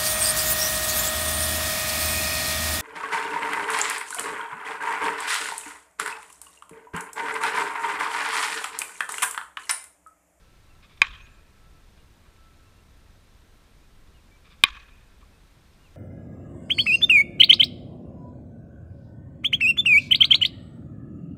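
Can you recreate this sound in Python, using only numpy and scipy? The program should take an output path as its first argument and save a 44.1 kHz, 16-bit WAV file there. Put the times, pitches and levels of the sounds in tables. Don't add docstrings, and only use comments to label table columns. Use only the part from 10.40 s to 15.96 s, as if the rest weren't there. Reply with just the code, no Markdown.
import sys
import numpy as np
from scipy import signal
from scipy.fft import rfft, irfft, next_fast_len
from scipy.io import wavfile
from scipy.ndimage import uniform_filter1d, map_coordinates

SR = 44100
rng = np.random.default_rng(int(sys.argv[2]) if len(sys.argv) > 2 else 0)


def ratio_of_db(decibels):
    return 10 ** (np.asarray(decibels, float) / 20)


def transcribe(signal):
    frames = np.atleast_2d(signal).T
    limited = np.clip(frames, -1, 1)
    pcm = np.round(limited * 32767).astype(np.int16)
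    wavfile.write(sys.argv[1], SR, pcm)


N = 245195


def unit(x):
    return x / np.sqrt(np.mean(x ** 2) + 1e-20)


def along(points, hz):
    f, v = np.transpose(points)
    return np.interp(np.log(hz + 1), np.log(f + 1), v)


def filtered(x, response):
    m = next_fast_len(len(x) + 8192)
    return irfft(rfft(x, m) * response(np.fft.rfftfreq(m, 1 / SR)), m)[:len(x)]


def resonances(modes, f):
    total = 0
    for k, (centre, width, db) in enumerate(modes):
        total = total + (-1) ** k * ratio_of_db(db) * 1j * f * width / (centre ** 2 - f * f + 1j * f * width)
    return total


def tilted(db_per_octave, f):
    return db_per_octave * np.log2((f + 300) / 2500)


def wobble(rate):
    knots = rng.standard_normal(int(N * rate / SR) + 4)
    return map_coordinates(knots, [np.arange(N) * rate / SR])


def add(track, s, sound):
    part = track[round(s * SR):][:len(sound)]
    part += sound[:len(part)]


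def patches(x, patchy_db, window, bins, frames):
    z = signal.stft(x, nperseg=window)[2]
    field = uniform_filter1d(rng.standard_normal(z.shape), size=bins, axis=0)
    field = uniform_filter1d(field, size=frames, axis=1)
    return signal.istft(z * ratio_of_db(patchy_db * unit(field)), nperseg=window)[1][:len(x)]


def rush(spectrum, patchy_db):
    noise = patches(rng.standard_normal(N + SR), patchy_db, window=512, bins=6, frames=12)[:N]
    return unit(filtered(noise, lambda hz: ratio_of_db(along(spectrum, hz))))


def gritty(length, clump):
    level_db = 2 * np.repeat(rng.standard_normal(length // clump + 1), clump)[:length]
    return rng.standard_normal(length) * ratio_of_db(level_db)


def ambience():
    # time in seconds, strength in dB.
    traffic = [(0.0, -59.5), (0.48, -57), (0.66, -53.5), (1.05, -60.5), (1.31, -56.5), (5.37, -58),
               (5.56, -53)]
    # frequency in Hz, density in dB per Hz.
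    rumble_colour = [(8.8, -32), (15, -0.5), (38, -4), (69, -6.5), (108, -12.5), (200, -25), (260, -42.5),
                     (440, -120)]
    # frequency in Hz, density in dB per Hz.
    air_colour = [(88, -31), (150, 1), (827, -11), (1110, -9), (1240, -13.5), (1340, -7), (1450, -14),
                  (1570, -9.5), (1700, -12), (2650, -14), (2980, -16), (3760, -14.5), (4560, -18),
                  (14600, -28.5), (15500, -33)]
    s, strength_db = np.transpose(traffic)
    strength_db = np.interp(np.arange(N) / SR, s, strength_db)
    rumble = ratio_of_db(strength_db + 3 + .5 * wobble(8.4)) * rush(rumble_colour, patchy_db=0.3)
    air_db = -61 + .15 * (strength_db - strength_db.mean())
    return rumble + ratio_of_db(air_db) * rush(air_colour, patchy_db=0.4)


def frame_tick():
    frame_rate = 29.97
    t = np.arange(N) / SR
    frame = t * frame_rate - .02
    gate = uniform_filter1d(1. 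* (frame % 1 < .18), size=30)
    draws = rng.uniform(0, 1, (2, int(frame[-1]) + 2))
    start, size = draws[:, (frame + 1).astype(int)]
    tone = np.sin(2 * np.pi * (8530 * t + start)) + 0.35 * np.sin(2 * np.pi * (6200 * t + size))
    return ratio_of_db(-73.5 + 1.3 * size) * gate * tone


def machine():
    # centre in seconds, width in seconds, level in dB.
    breeze = [(.09, 0.069, -73.5), (.5, 0.3, -74.5), (.9, 0.098, -72), (1.3, .12, -68.5),
              (2.03, 0.063, -65), (2.23, 0.066, -69), (2.4, 0.072, -77.5), (2.66, 0.059, -74)]
    whine_hz = 1320
    t = np.arange(N) / SR
    spells = sum(ratio_of_db(db) * np.exp(-.5 * ((t - s) / width) ** 2) for s, width, db in breeze)
    phase = 2 * np.pi * np.cumsum(whine_hz + 4 * wobble(10)) / SR
    whine = np.sin(phase) + ratio_of_db(-16) * np.sin(2 * phase)
    return np.sqrt(2) * spells * ratio_of_db(2.5 * wobble(22)) * whine


def birds():
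    # start in seconds, length in seconds, start and end pitch in Hz, level in dB.
    calls = [(.295, 0.036, 2715, 2650, -68), (0.814, 0.054, 6100, 6770, -69),
             (.883, .088, 6850, 7360, -74.5), (1.585, .04, 2860, 2780, -71), (2.24, .06, 2680, 2700, -75),
             (2.35, .06, 2710, 2760, -77), (3.263, .04, 2620, 2330, -73), (3.42, .045, 2420, 2500, -73),
             (3.74, 0.067, 2900, 2420, -69), (3.909, 0.082, 2290, 2340, -66), (4.93, .04, 2550, 2600, -73),
             (5.385, 0.064, 2740, 2890, -74), (5.432, 0.057, 2880, 2200, -66.5)]
    fall_bend, rise_bend = 2.1, .55
    flutter_db = 2
    out = np.zeros(N)
    for s, length, start_hz, end_hz, db in calls:
        u = np.linspace(0, 1, round(length * SR))
        bend = fall_bend if end_hz < start_hz else rise_bend
        hz = start_hz + (end_hz - start_hz) * u ** bend
        tone = np.sqrt(2) * np.sin(2 * np.pi * np.cumsum(hz) / SR)
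        add(out, s, ratio_of_db(db) * signal.windows.tukey(len(u), 0.3) * tone)
    return out * ratio_of_db(flutter_db * wobble(70))


def scuffs():
    # start in seconds, length in seconds, level in dB, tilt in dB per octave.
    rubs = [(0.422, 0.04, -54, -4.5), (0.485, 0.066, -58.5, -3.5), (0.573, 0.0084, -53, -3),
            (0.581, 0.073, -62, -11), (1.568, 0.028, -64, -8), (1.848, 0.025, -60, -13.5),
            (1.96, .008, -60.5, -5), (2.131, 0.019, -66, -1), (2.948, 0.0068, -66.5, 9),
            (3.305, 0.046, -73, -8.5), (3.672, 0.0084, -62.5, -5), (4.04, 0.051, -57.5, -5.5),
            (4.093, 0.058, -56.5, -3.5), (4.159, 0.12, -66, -1), (4.806, 0.017, -61, -10),
            (4.819, 0.021, -58.5, -23), (5.332, .01, -66, 5)]
    # frequency in Hz, width in Hz, level in dB.
    case = [(1150, 240, -3.5), (1690, 300, -4), (2380, 400, 0), (3570, 490, 0), (5000, 900, -5)]
    out = np.zeros(N)
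    for s, length, db, tilt in rubs:
        grit = gritty(SR // 8, 100)
        rub = unit(filtered(grit, lambda f: np.abs(resonances(case, f)) ** 1.8 * ratio_of_db(tilted(tilt, f))))
        u = np.arange(SR // 8) / SR / length
        add(out, s, ratio_of_db(db) * rub * np.clip(4 * u, 0, 1) * np.exp(-u ** 3))
    return out


def shake():
    t = np.arange(SR // 2) / SR
    noise = rng.standard_normal(len(t))
    low = unit(filtered(noise, lambda f: resonances([(46, 60, 0)], f) / (1 + (f / 75) ** 6)))
    return ratio_of_db(-47 - 60 * t / 1.8) * (1 - np.exp(-t / 0.0023)) * low


def far(tilt):
    # delay in seconds, size in dB, hardness (brightness) in dB.
    fences = [(.0128, -1.5, 0), (.021, 0, -14), (.03, 0, -5), (.041, -4, 3), (.051, 1, 2), (.068, -7, 6),
              (.095, -6, 3), (0.117, -3.5, 2), (0.135, -1, 2), (.165, -8, 10), (.192, -4.5, 4),
              (0.251, -1.5, -6), (.33, -3, -6.5), (.38, 0, -6)]
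    # frequency in Hz, time to fall 60 dB in seconds.
    tail_decay = [(800, 1.0), (1120, 0.58), (1650, 1.2), (2100, 0.7025), (2500, 1.3), (3000, 0.55),
                  (3700, .62), (8000, .3)]
    # frequency in Hz, level in dB.
    returned = [(300, -29.5), (700, -15.5), (1100, 0), (1700, 1), (2500, -2), (3100, 5.5), (3800, -3),
                (5000, -6.5), (6900, -8), (9000, -24), (15000, -41.5)]
    # frequency in Hz, width in Hz, level in dB.
    returned_ring = [(1094, 120, -1.5), (1680, 210, -0.5), (2494, 120, 3.5), (3147, 150, -3),
                     (3720, 500, -5.5)]
    echo_db, loss_db_per_s = -32.5, 89
    smear_s, smear_per_s = 0.0024, .028
    dulling_db_per_s = 14.5

    def colour(f):
        return ratio_of_db(along(returned, f) + tilted(tilt, f))

    noise = unit(filtered(rng.standard_normal(SR), colour))
    hz, frames, z = signal.stft(noise, SR, nperseg=256)
    decay = ratio_of_db(-60 * frames / along(tail_decay, hz)[:, None])
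    tail = signal.istft(z * decay, SR, nperseg=256)[1][:SR]
    t = np.arange(SR) / SR
    answer = ratio_of_db(-44.5) * tail * (1 - np.exp(-(t / 0.026) ** 2))

    facets = unit(filtered(gritty(SR, 40), colour))
    body = filtered(facets, lambda f: 1 / (1 + (f / 4700) ** 6))
    for delay, size_db, hard_db in fences:
        swell = np.exp(-.5 * ((t - delay) / (smear_s + smear_per_s * delay)) ** 2)
        sound = body + ratio_of_db(hard_db - dulling_db_per_s * delay) * (facets - body)
        answer += ratio_of_db(echo_db - loss_db_per_s * delay + size_db) * swell * sound
    answer = patches(answer, 2.2, window=256, bins=4, frames=5)
    ringing = filtered(answer, lambda f: resonances(returned_ring, f))
    return ratio_of_db(4.5) * (ringing + .2 * answer)


def near(blow, index):
    # delay in seconds, level in dB at the first blow, level in dB at the second.
    close_walls = [(.00115, -2, -6), (.00226, -12, -40), (.00357, -17, -23.5), (.00811, -22, -33),
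                   (0.0123, -27.5, -24)]
    out = blow.copy()
    for wall in close_walls:
        add(out, wall[0], ratio_of_db(wall[1 + index]) * blow)
    return out


def bat(index, crack_db):
    # frequency in Hz, time to fall 60 dB in seconds, level in dB at the first and second blow.
    barrel = [(165, 0.015, -35.5, -22.5), (360, .017, -29.5, -18), (904, .04, -32.5, -31.5),
              (1133, .039, -11, -9.5), (1320, .0041, 3, 3.5), (1575, .0076, 0.87, 3.5),
              (2127, .029, 2.7, 1.2), (2414, 0.016, 4.5, 5.5), (3087, 0.012, -2, 10.5),
              (3560, .0085, -12.5, 5), (3790, 0.017, -10.5, 4.5), (4018, 0.019, -12.5, -7),
              (4868, 0.01301, -9, -4), (6408, .0053, -12, -23)]
    t = np.arange(SR // 10) / SR
    contact = (1 - np.exp(-t / .0008)) ** 1.6
    ring = np.zeros(len(t))
    for k, mode in enumerate(barrel):
        decay = ratio_of_db(mode[2 + index] - 60 * t / mode[1])
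        ring += (-1) ** k * decay * np.sin(2 * np.pi * mode[0] * t)
    bright = np.diff(rng.standard_normal(len(t) + 1))
    spit = bright * (t / .0012) * np.exp(1 - t / .0012)
    return ring * contact + ratio_of_db(crack_db) * spit


def hits():
    # start in seconds, strength in dB, splinter crack in dB, echo in dB, echo tilt in dB per octave.
    blows = [
        (0.6173, -0.5, -46.5, 1, -3),
        (4.237, 0, -36, 0, -2),
    ]
    out = np.zeros(N)
    for index, (s, db, crack_db, echo_db, echo_tilt) in enumerate(blows):
        add(out, s, near(ratio_of_db(db) * bat(index, crack_db), index))
        add(out, s, ratio_of_db(echo_db) * far(echo_tilt))
        add(out, s, shake())
    return out


def scene():
    return (ambience() + machine() + birds() + scuffs() + hits())[None]


def top_cut(x):
    return signal.sosfilt(signal.butter(12, 16490, fs=SR, output="sos"), x)


def record(dry):
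    x = dry[0] + frame_tick()
    x = x / (1 + np.abs(x / .96) ** 8) ** (1 / 8)
    x = filtered(x, lambda f: ratio_of_db(np.interp(f, [15200, 15500, 16400, 16600], [0, -16, -20, -90])))
    return top_cut(x[None])


dry = scene()
out = record(dry)
transcribe(out)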